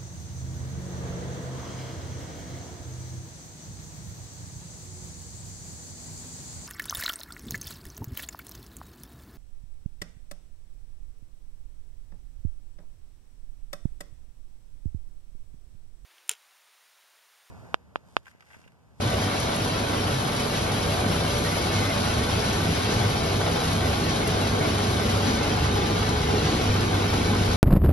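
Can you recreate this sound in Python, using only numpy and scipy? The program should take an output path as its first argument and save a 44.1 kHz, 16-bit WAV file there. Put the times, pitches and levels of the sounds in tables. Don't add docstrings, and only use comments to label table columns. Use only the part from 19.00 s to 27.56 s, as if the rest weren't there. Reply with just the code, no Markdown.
import sys
import numpy as np
from scipy import signal
from scipy.fft import rfft, irfft
from scipy.io import wavfile
from scipy.ndimage import uniform_filter1d

SR = 44100
rng = np.random.default_rng(int(sys.argv[2]) if len(sys.argv) > 2 else 0)


def store_pcm(level_fs):
    pcm = np.round(np.clip(level_fs, -1, 1) * 32767).astype(np.int16)
    wavfile.write(sys.argv[1], SR, np.atleast_2d(pcm).T)


N = 377496
TIME = np.arange(N) / SR
FREQS = np.maximum(np.fft.rfftfreq(N, 1 / SR), 1)
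SIDES = np.array([[1], [-1]])
CYCLE_S, SHAFT_HZ = 1.178, 24.55

# f/Hz, unshared over shared sound/dB, phase lead of the left/rad, left over right/dB
STEREO_IMAGE = [(60, -33, 0, 0), (170, -20, -0.35, -1.1), (300, -7.5, 0, -1.2), (450, -5.2, 0.7, -0.7),
                (745, -5.5, 1.5, 1.5), (1000, -0.5, 1.36, 0.5), (1540, -3, 2.5, -4), (1770, -4.5, 0.45, 3),
                (2560, -4.5, 0.24, .5), (3200, -4.5, 1, 2), (4500, -2.5, 0.6, 3.5), (6000, -5.5, -1.5, 1.9),
                (8400, -21, -3.2, -.5), (9700, -21, -5.5, 1), (11240, -21, -6, 1)]
# t/s, level/dB
SHAFT_GROWL = [(0.0, -38), (1.23, -63), (1.81, -52), (2.34, -36), (2.42, -50), (2.83, -49), (3.15, -31),
               (3.59, -39), (3.75, -36), (4.02, -48), (4.75, -39), (4.85, -31), (5.15, -50), (5.61, -47),
               (5.78, -35), (6.37, -51), (6.48, -31), (7.07, -40), (7.22, -28.5), (8.01, -47), (8.1, -33),
               (8.24, -30), (8.36, -37), (8.55, -37)]
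# t/s, level/dB
SHAFT_HUM = [(0, -26), (.12, -35), (.23, -29), (.46, -44), (.62, -32), (.9, -36), (1.04, -30), (1.26, -50),
             (1.38, -35), (1.48, -52), (1.58, -40), (1.73, -30.5), (1.8, -32), (2.22, -29.5), (2.41, -40),
             (2.53, -28), (2.61, -46), (2.81, -27), (3.07, -37), (3.13, -28), (3.2, -45), (3.34, -27),
             (3.43, -35), (3.68, -26), (3.77, -43), (3.99, -28), (4.24, -36), (4.31, -27.5), (4.63, -40),
             (4.73, -28.5), (5.23, -33.5), (5.37, -28.5), (5.75, -31), (5.91, -25.5), (6.01, -33),
             (6.16, -27.5), (6.41, -37), (6.62, -27.5), (6.77, -30), (7.0, -27), (7.26, -36), (7.36, -27),
             (7.55, -41), (7.71, -27), (7.9, -27), (8.22, -26.5), (8.55, -23.5)]
# f/Hz, level/dB
DRIVE_TONES = [(109, -39.5), (125.8, -45), (147.4, -43), (164.2, -43), (183, -47.5), (200, -46.5),
               (222.1, -41.5), (245.6, -42), (300.1, -43.5), (393, -50), (434, -48), (576, -48.5),
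               (656.8, -49.5), (727, -50), (905, -48.5), (994, -55.5), (1087, -48.5), (1137, -49.5),
               (1187, -46), (2552.4, -52), (2653.3, -58)]
# f/Hz, density/dB
BLAST_AIR = [(800, -76.5), (1800, -76.5), (2700, -78), (3080, -69.5), (3500, -71.5), (3900, -69),
             (5000, -74), (5900, -73.5), (6800, -75)]
# f/Hz, density/dB
NOZZLE_HISS = [(6800, -78.5), (8300, -76.5), (9500, -77), (10500, -76.5), (11400, -75)]
# t/s, air level/dB, nozzle level/dB
WINDOW_RIDE = [(0, -0.5, -4.5), (1.8, -0.5, -2.2), (3.4, 1.5, -2.5), (5, 0, -4), (6.1, 0.7, -3.5),
               (6.6, 0.5, -6), (8.5, .1, -5)]
# f/Hz, level/dB
GUIDE_NOTES = [(2215, -52), (3110, -53.5), (3960, -51.5)]
# peak t/s, spread/s, f/Hz, width/Hz, level/dB
SWELLS = [(.85, 0.27, 990, 13, -46), (2.0, 0.21, 660, 18, -38), (2.02, 0.063, 732, 22, -36),
          (2.17, 0.12, 160.5, 18, -28), (2.45, .25, 165.8, 6.5, -32.5), (1.2, 0.183, 132, 6, -33),
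          (2.3, 0.84, 575.3, 7, -38.5), (2.55, 0.4, 2177, 32, -43.5), (3.3, 0.92, 1480, 120, -44),
          (3.64, 0.161, 166, 9.4, -29), (3.931, .06, 5030, 70, -43), (4.1, 0.46, 418.5, 51, -43),
          (4.45, .6, 662, 5.5, -42.5), (4.3, .35, 400, 46, -38), (4.6, 0.3, 164, 4.7, -33.5),
          (5.402, 0.21, 222.5, 6, -34), (5.6, 0.42, 656, 7.7, -39), (6.28, 0.32, 4900, 70, -47),
          (6.3, .6, 576, 7.8, -43), (6.7, .8, 825, 10, -45), (7.0, .6, 423, 12, -40),
          (7.35, 0.65, 150.3, 3.2, -37), (7.37, 0.12, 2810, 10, -43), (7.56, 0.22, 2857, 9, -43.5),
          (8.3, 0.39, 2288, 18, -44), (8.35, 0.29, 173.8, 14, -33.5)]
# peak t/s, spread/s, f/Hz, level/dB
SQUEAKS = [(.255, 0.036, 1937, -45), (2.238, 0.022, 2215, -38.5), (2.285, .02, 2140, -42),
           (2.461, .022, 1890, -40), (2.52, .03, 2145, -41), (2.775, .03, 2165, -38.5),
           (2.827, .028, 2080, -40), (2.872, .025, 2050, -38.5), (2.917, .014, 2090, -36.5),
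           (3.204, .03, 1850, -42), (3.547, .03, 1820, -42), (5.645, 0.041, 2174, -42),
           (7.297, .035, 1990, -43), (7.475, .04, 2000, -43)]
# t/s, f/Hz, level/dB
THUMPS = [(.125, 353, -31.5), (2.055, 226, -28), (2.109, 214, -30), (2.395, 426, -29), (3.625, 247, -31),
          (3.955, 117, -22), (3.992, 379, -29.5), (4.039, 107, -21.5), (4.58, 490, -30), (5.585, 424, -27),
          (5.63, 301, -29.5), (6.271, 250, -26), (6.313, 235, -29), (6.388, 415, -26.5), (6.615, 107, -24),
          (6.775, 363, -28.5), (6.856, 301, -31), (7.329, 420, -28.5), (7.421, 150, -25), (7.51, 303, -27),
          (7.681, 109.6, -19.5), (7.95, 301, -25), (8.305, 223, -24.5)]
# f/Hz, density/dB
FRAME_BODY = [(20, -70), (32, -65), (50, -61.5), (68, -49), (82, -55.5), (110, -52), (200, -54.5),
              (300, -56), (380, -61.5), (600, -61), (1000, -63.5), (1400, -64.5), (1800, -74.5),
              (3000, -73.5), (8000, -111)]
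# f/Hz, width/Hz, density at the start of the walk/dB, density at its end/dB
PANEL_MODES = [(227, 26, -72, -54.5), (348.5, 19.5, -67, -53.5), (422, 48, -56, -52), (488.3, 14, -53, -52),
               (574, 22, -54.5, -63), (657, 24, -55.5, -68), (741, 47, -57.5, -56), (828, 23, -73, -53.5),
               (1020, 49, -92, -61.5), (1524, 100, -64.5, -62.5), (2213, 140, -69.5, -68.5)]
# t/s, level/dB
LEVER_KNOCKS = [(0.946, 0), (2.0, 0), (2.817, 3), (4.0, 5), (4.04, 2), (4.465, 2), (5.61, 3), (5.65, 3),
                (6.465, 3), (6.78, 4), (7.94, 1)]
# f/Hz, density/dB
SWISH_COLOUR = [(1000, -60), (2500, -67.5), (4200, -66), (6000, -64.5), (11000, -90)]
# f/Hz, density/dB
RUB_COLOUR = [(1200, -66), (2000, -70), (3200, -66), (4700, -66), (5300, -84), (6200, -79), (9000, -92)]
# peak t/s, spread/s, level/dB
PAPER_RUBS = [(1.563, .035, -4.5), (2.765, .035, -5.5), (3.87, 0.1, -6.5), (5.11, 0.045, -6.5),
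              (6.28, 0.05, -4.5), (7.5, .09, -4)]
# f/Hz, density/dB
SNAP_COLOUR = [(2000, -56), (5000, -45), (7500, -38), (11400, -36)]
# t/s, level/dB
GRIPPER_SNAPS = [(.397, -33), (.559, -35), (1.576, -42), (1.739, -39), (2.379, -41), (2.915, -41),
                 (3.936, -41), (4.093, -41), (5.146, -42), (5.272, -31)]


def undb(db):
    return 10 ** (np.asarray(db) / 20)


def curves(table):
    s, *columns = np.transpose(table)
    return [np.interp(TIME, s, c) for c in columns]


def spectra(table):
    hz, *columns = np.transpose(table)
    return [np.interp(np.log(FREQS), np.log(np.sort(hz)), c) for c in columns]


def colour(table):
    return undb(spectra(table)[0]) * np.sqrt(SR / 2)


def wobble(rate_hz):
    hold = max(int(SR / rate_hz), 1)
    steps = rng.standard_normal(4096)[np.arange(N) // hold % 4096]
    slewed = uniform_filter1d(uniform_filter1d(steps, hold), hold)
    return slewed / slewed.std()


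def burst(since, rise_s, decay_s):
    return np.clip(since / rise_s, 0, 1) * np.exp(-np.maximum(since - rise_s, 0) / (2 * decay_s))


def stroke(first_s, rise_s, decay_s):
    return burst((TIME - first_s) % CYCLE_S, rise_s, decay_s)


def blow_energy(times, sizes, decay_s):
    starts = np.clip(np.asarray(times) * SR, 0, N).astype(int)
    blows = np.bincount(starts, np.square(sizes), N + 1)[:N]
    return signal.lfilter([1], [1, -np.exp(-1 / (decay_s * SR))], blows)


def linkage(count, spread_db, decay_s, play_s=0.0018, cycles=9):
    places = (np.arange(count) + rng.random(count)) * CYCLE_S / count
    sizes_db = spread_db * rng.standard_normal(count)
    late, hard = rng.standard_normal((2, cycles, count))
    times = places + CYCLE_S * np.arange(cycles)[:, None] + play_s * late
    energy = blow_energy(times.ravel(), undb(sizes_db + spread_db * hard).ravel(), decay_s)
    return np.sqrt(energy / energy.mean())


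def radiate(envelope, eq):
    apart_db, lead, balance_db = spectra(STEREO_IMAGE)
    common, apart = rfft(envelope * rng.standard_normal((2, N)))
    pair = (common + SIDES * undb(apart_db) * apart) / np.hypot(1, undb(apart_db))
    return irfft(pair * eq * undb(SIDES * balance_db / 2) * np.exp(SIDES * 1j * lead / 2), N)


def rough_note(t, hz, width_hz):
    pole = np.exp(-2 * np.pi * width_hz / SR)
    noise = rng.standard_normal((len(t), 2)) @ [1, 1j]
    shaken = signal.lfilter([1], [1, -2 * pole, pole ** 2], noise)
    wave = (1 + 0.73 * shaken / shaken.std()) * np.exp(2j * np.pi * hz * t)
    lead = SIDES * min((hz / 600) ** 2, .5)
    return np.sqrt(2) * np.real(wave * np.exp(1j * lead)) / wave.std()


def rotor(hz, db, waver_db, waver_hz=7, drift_rad=0.4):
    phase = 2 * np.pi * (hz * TIME + rng.random()) + drift_rad * wobble(3)
    lead = SIDES * min((hz / 600) ** 2, .6)
    return np.sqrt(2) * undb(db + waver_db * wobble(waver_hz)) * np.sin(phase + lead)


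def drive(near_db):
    sub = rotor(2 * SHAFT_HZ, -45.5 + 7.3 * near_db, waver_db=1.5)
    growl = rotor(3 * SHAFT_HZ, curves(SHAFT_GROWL)[0] - 1.3, waver_db=1, drift_rad=1.2)
    hum_s, hum_db = np.transpose(SHAFT_HUM)
    throb = np.interp(TIME, hum_s, undb(hum_db))
    hum = throb * rotor(4 * SHAFT_HZ, db=-1.7, waver_db=1, waver_hz=14, drift_rad=.6)
    belt_nearness = np.exp((TIME - TIME[-1]) / 0.64)
    belt = rotor(hz=36.3, db=-48 + 12 * belt_nearness, waver_db=1.5)
    whine = sum(rotor(hz, db - 3 + 0.54 * near_db, waver_db=3, drift_rad=0.58) for hz, db in DRIVE_TONES)
    return sub + growl + hum + belt + whine


def blast_air(air_db, nozzle_db, split_hz=7000):
    low = 1 / (1 + (FREQS / split_hz) ** 16)
    chatter = linkage(count=420, spread_db=2.12, decay_s=0.011)
    blast = radiate(chatter * undb(air_db - 0.14), colour(BLAST_AIR) * np.sqrt(low))
    return blast + radiate(chatter * undb(nozzle_db), colour(NOZZLE_HISS) * np.sqrt(1 - low))


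def needles(db=-36.8, t60_s=.2, low_hz=1300, high_hz=5700, count=170):
    out, t = np.zeros((2, 2 * N)), TIME[:int(t60_s * SR)]
    envelope = np.exp(-np.log(1000) * t / t60_s) * (1 - np.exp(-t / 0.0035))
    for k, (pitch, place, side) in enumerate(rng.random((count, 3))):
        hz = low_hz * (high_hz / low_hz) ** ((k + pitch) / count)
        pan = np.exp(2j * (side - .3) * SIDES) * undb(SIDES)
        tilt = (low_hz / hz) ** 0.1
        detuned_hz = hz * (1 + .02 * rng.standard_normal(3))
        pings = [tilt * envelope * np.imag(pan * np.exp(2j * np.pi * f * t)) for f in detuned_hz]
        times = (np.arange(N / SR / CYCLE_S * 3) + place) * CYCLE_S / 3
        scatter = rng.standard_normal((len(times), 2))
        picks = rng.integers(len(pings), size=len(times))
        for s, (late, hard), pick in zip(times, scatter, picks):
            start = int(abs(s + .015 * late) * SR)
            out[:, start:start + len(t)] += undb(1.5 * hard) * pings[pick]
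    return undb(db) * out[:, :N] / out[:, :N].std()


def paper_guides(t60_s=0.13, pitch_scatter=0.0149, count=170):
    out, t = np.zeros((2, N)), TIME[:int(t60_s * SR)]
    envelope = np.exp(-np.log(1000) * t / t60_s) * (1 - np.exp(-t / 0.0021))
    for hz, db in GUIDE_NOTES:
        taps = np.zeros((2, 2 * N))
        for place, (detune, hard, side) in zip(rng.random(count), rng.standard_normal((count, 3))):
            start = int(place * N)
            phase = 2 * np.pi * hz * (1 + pitch_scatter * detune) * t + .5 * side * SIDES
            taps[:, start:start + len(t)] += undb(1.3 * hard) * envelope * np.sin(phase)
        out += undb(db) * taps[:, :N] / taps[:, :N].std()
    return out


def loose_parts():
    out = np.zeros((2, N))
    for s, spread_s, hz, width_hz, db in SWELLS:
        span = np.abs(TIME - s) < 2 * spread_s
        t = TIME[span] - s
        out[:, span] += undb(db) * np.exp(-2 * (t / spread_s) ** 2) * rough_note(t, hz, width_hz)
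    return out


def guide_squeaks(sag=.015):
    out = np.zeros((2, N))
    for s, spread_s, hz, db in SQUEAKS:
        span = np.abs(TIME - s) < 2 * spread_s
        t = TIME[span] - s
        chirp = rough_note(t - sag * t ** 2 / (2 * spread_s), hz, width_hz=60)
        out[:, span] += undb(db) * np.exp(-(t / spread_s) ** 2) * chirp
    return out


def cover_thumps(rise_s=0.009, decay_s=0.017):
    out = np.zeros((2, N))
    for s, hz, db in THUMPS:
        span = (TIME >= s) & (TIME < s + 10 * decay_s)
        t = TIME[span] - s
        out[:, span] += undb(db) * burst(t, rise_s, decay_s) * rough_note(t, hz, width_hz=62)
    return out


def hood(position):
    panels = sum(undb(db[position]) ** 2 / (1 + (2 * (FREQS - hz) / width_hz) ** 2) ** 1.41
                 for hz, width_hz, *db in PANEL_MODES)
    return np.sqrt(colour(FRAME_BODY) ** 2 + panels * SR / 2)


def clatter(drive_db, split_hz=480):
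    low = 1 / (1 + (FREQS / split_hz) ** 6)
    rumble = linkage(count=200, spread_db=1.5, decay_s=0.014) * undb(drive_db)
    rattle = linkage(count=220, spread_db=1.7, decay_s=0.0097) * undb(-0.13)
    knock_s, knock_db = np.transpose(LEVER_KNOCKS)
    knock_energy = blow_energy(knock_s, undb(knock_db), decay_s=0.0085)
    saddle = undb(-4.5) * stroke(first_s=.925, rise_s=.01, decay_s=.035)
    drive_side = np.sqrt(rumble ** 2 + knock_energy / 2)
    head = np.sqrt(rattle ** 2 + knock_energy + saddle ** 2)
    out, walked = np.zeros((2, N)), TIME / TIME[-1]
    for position, share in enumerate([1 - walked, walked]):
        body = hood(position)
        out += radiate(drive_side * np.sqrt(share), body * np.sqrt(low))
        out += radiate(head * np.sqrt(share), body * np.sqrt(1 - low))
    return out


def feeder():
    swish = undb(-6.5) * stroke(first_s=.362, rise_s=.025, decay_s=.055)
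    rubs = sum(undb(db) * np.exp(-((TIME - s) / spread_s) ** 2) for s, spread_s, db in PAPER_RUBS)
    snaps = sum(undb(db) * burst(TIME - s, rise_s=.004, decay_s=.0035) for s, db in GRIPPER_SNAPS)
    paper = radiate(swish, colour(SWISH_COLOUR)) + radiate(rubs, colour(RUB_COLOUR))
    return paper + radiate(snaps, colour(SNAP_COLOUR))


def scene():
    drive_db = np.linspace(-1.5, 1, N)
    air_db, nozzle_db = curves(WINDOW_RIDE)
    steel = needles() * undb(air_db) + paper_guides() * undb(drive_db)
    drone = drive(drive_db)
    mechanics = clatter(drive_db) + cover_thumps() + loose_parts() + guide_squeaks()
    return drone + blast_air(air_db, nozzle_db) + steel + mechanics + feeder()


def record(dry, top_hz=11600):
    return signal.sosfilt(signal.ellip(12, .1, 80, top_hz, fs=SR, output="sos"), dry)


dry = scene()
out = record(dry)
store_pcm(out)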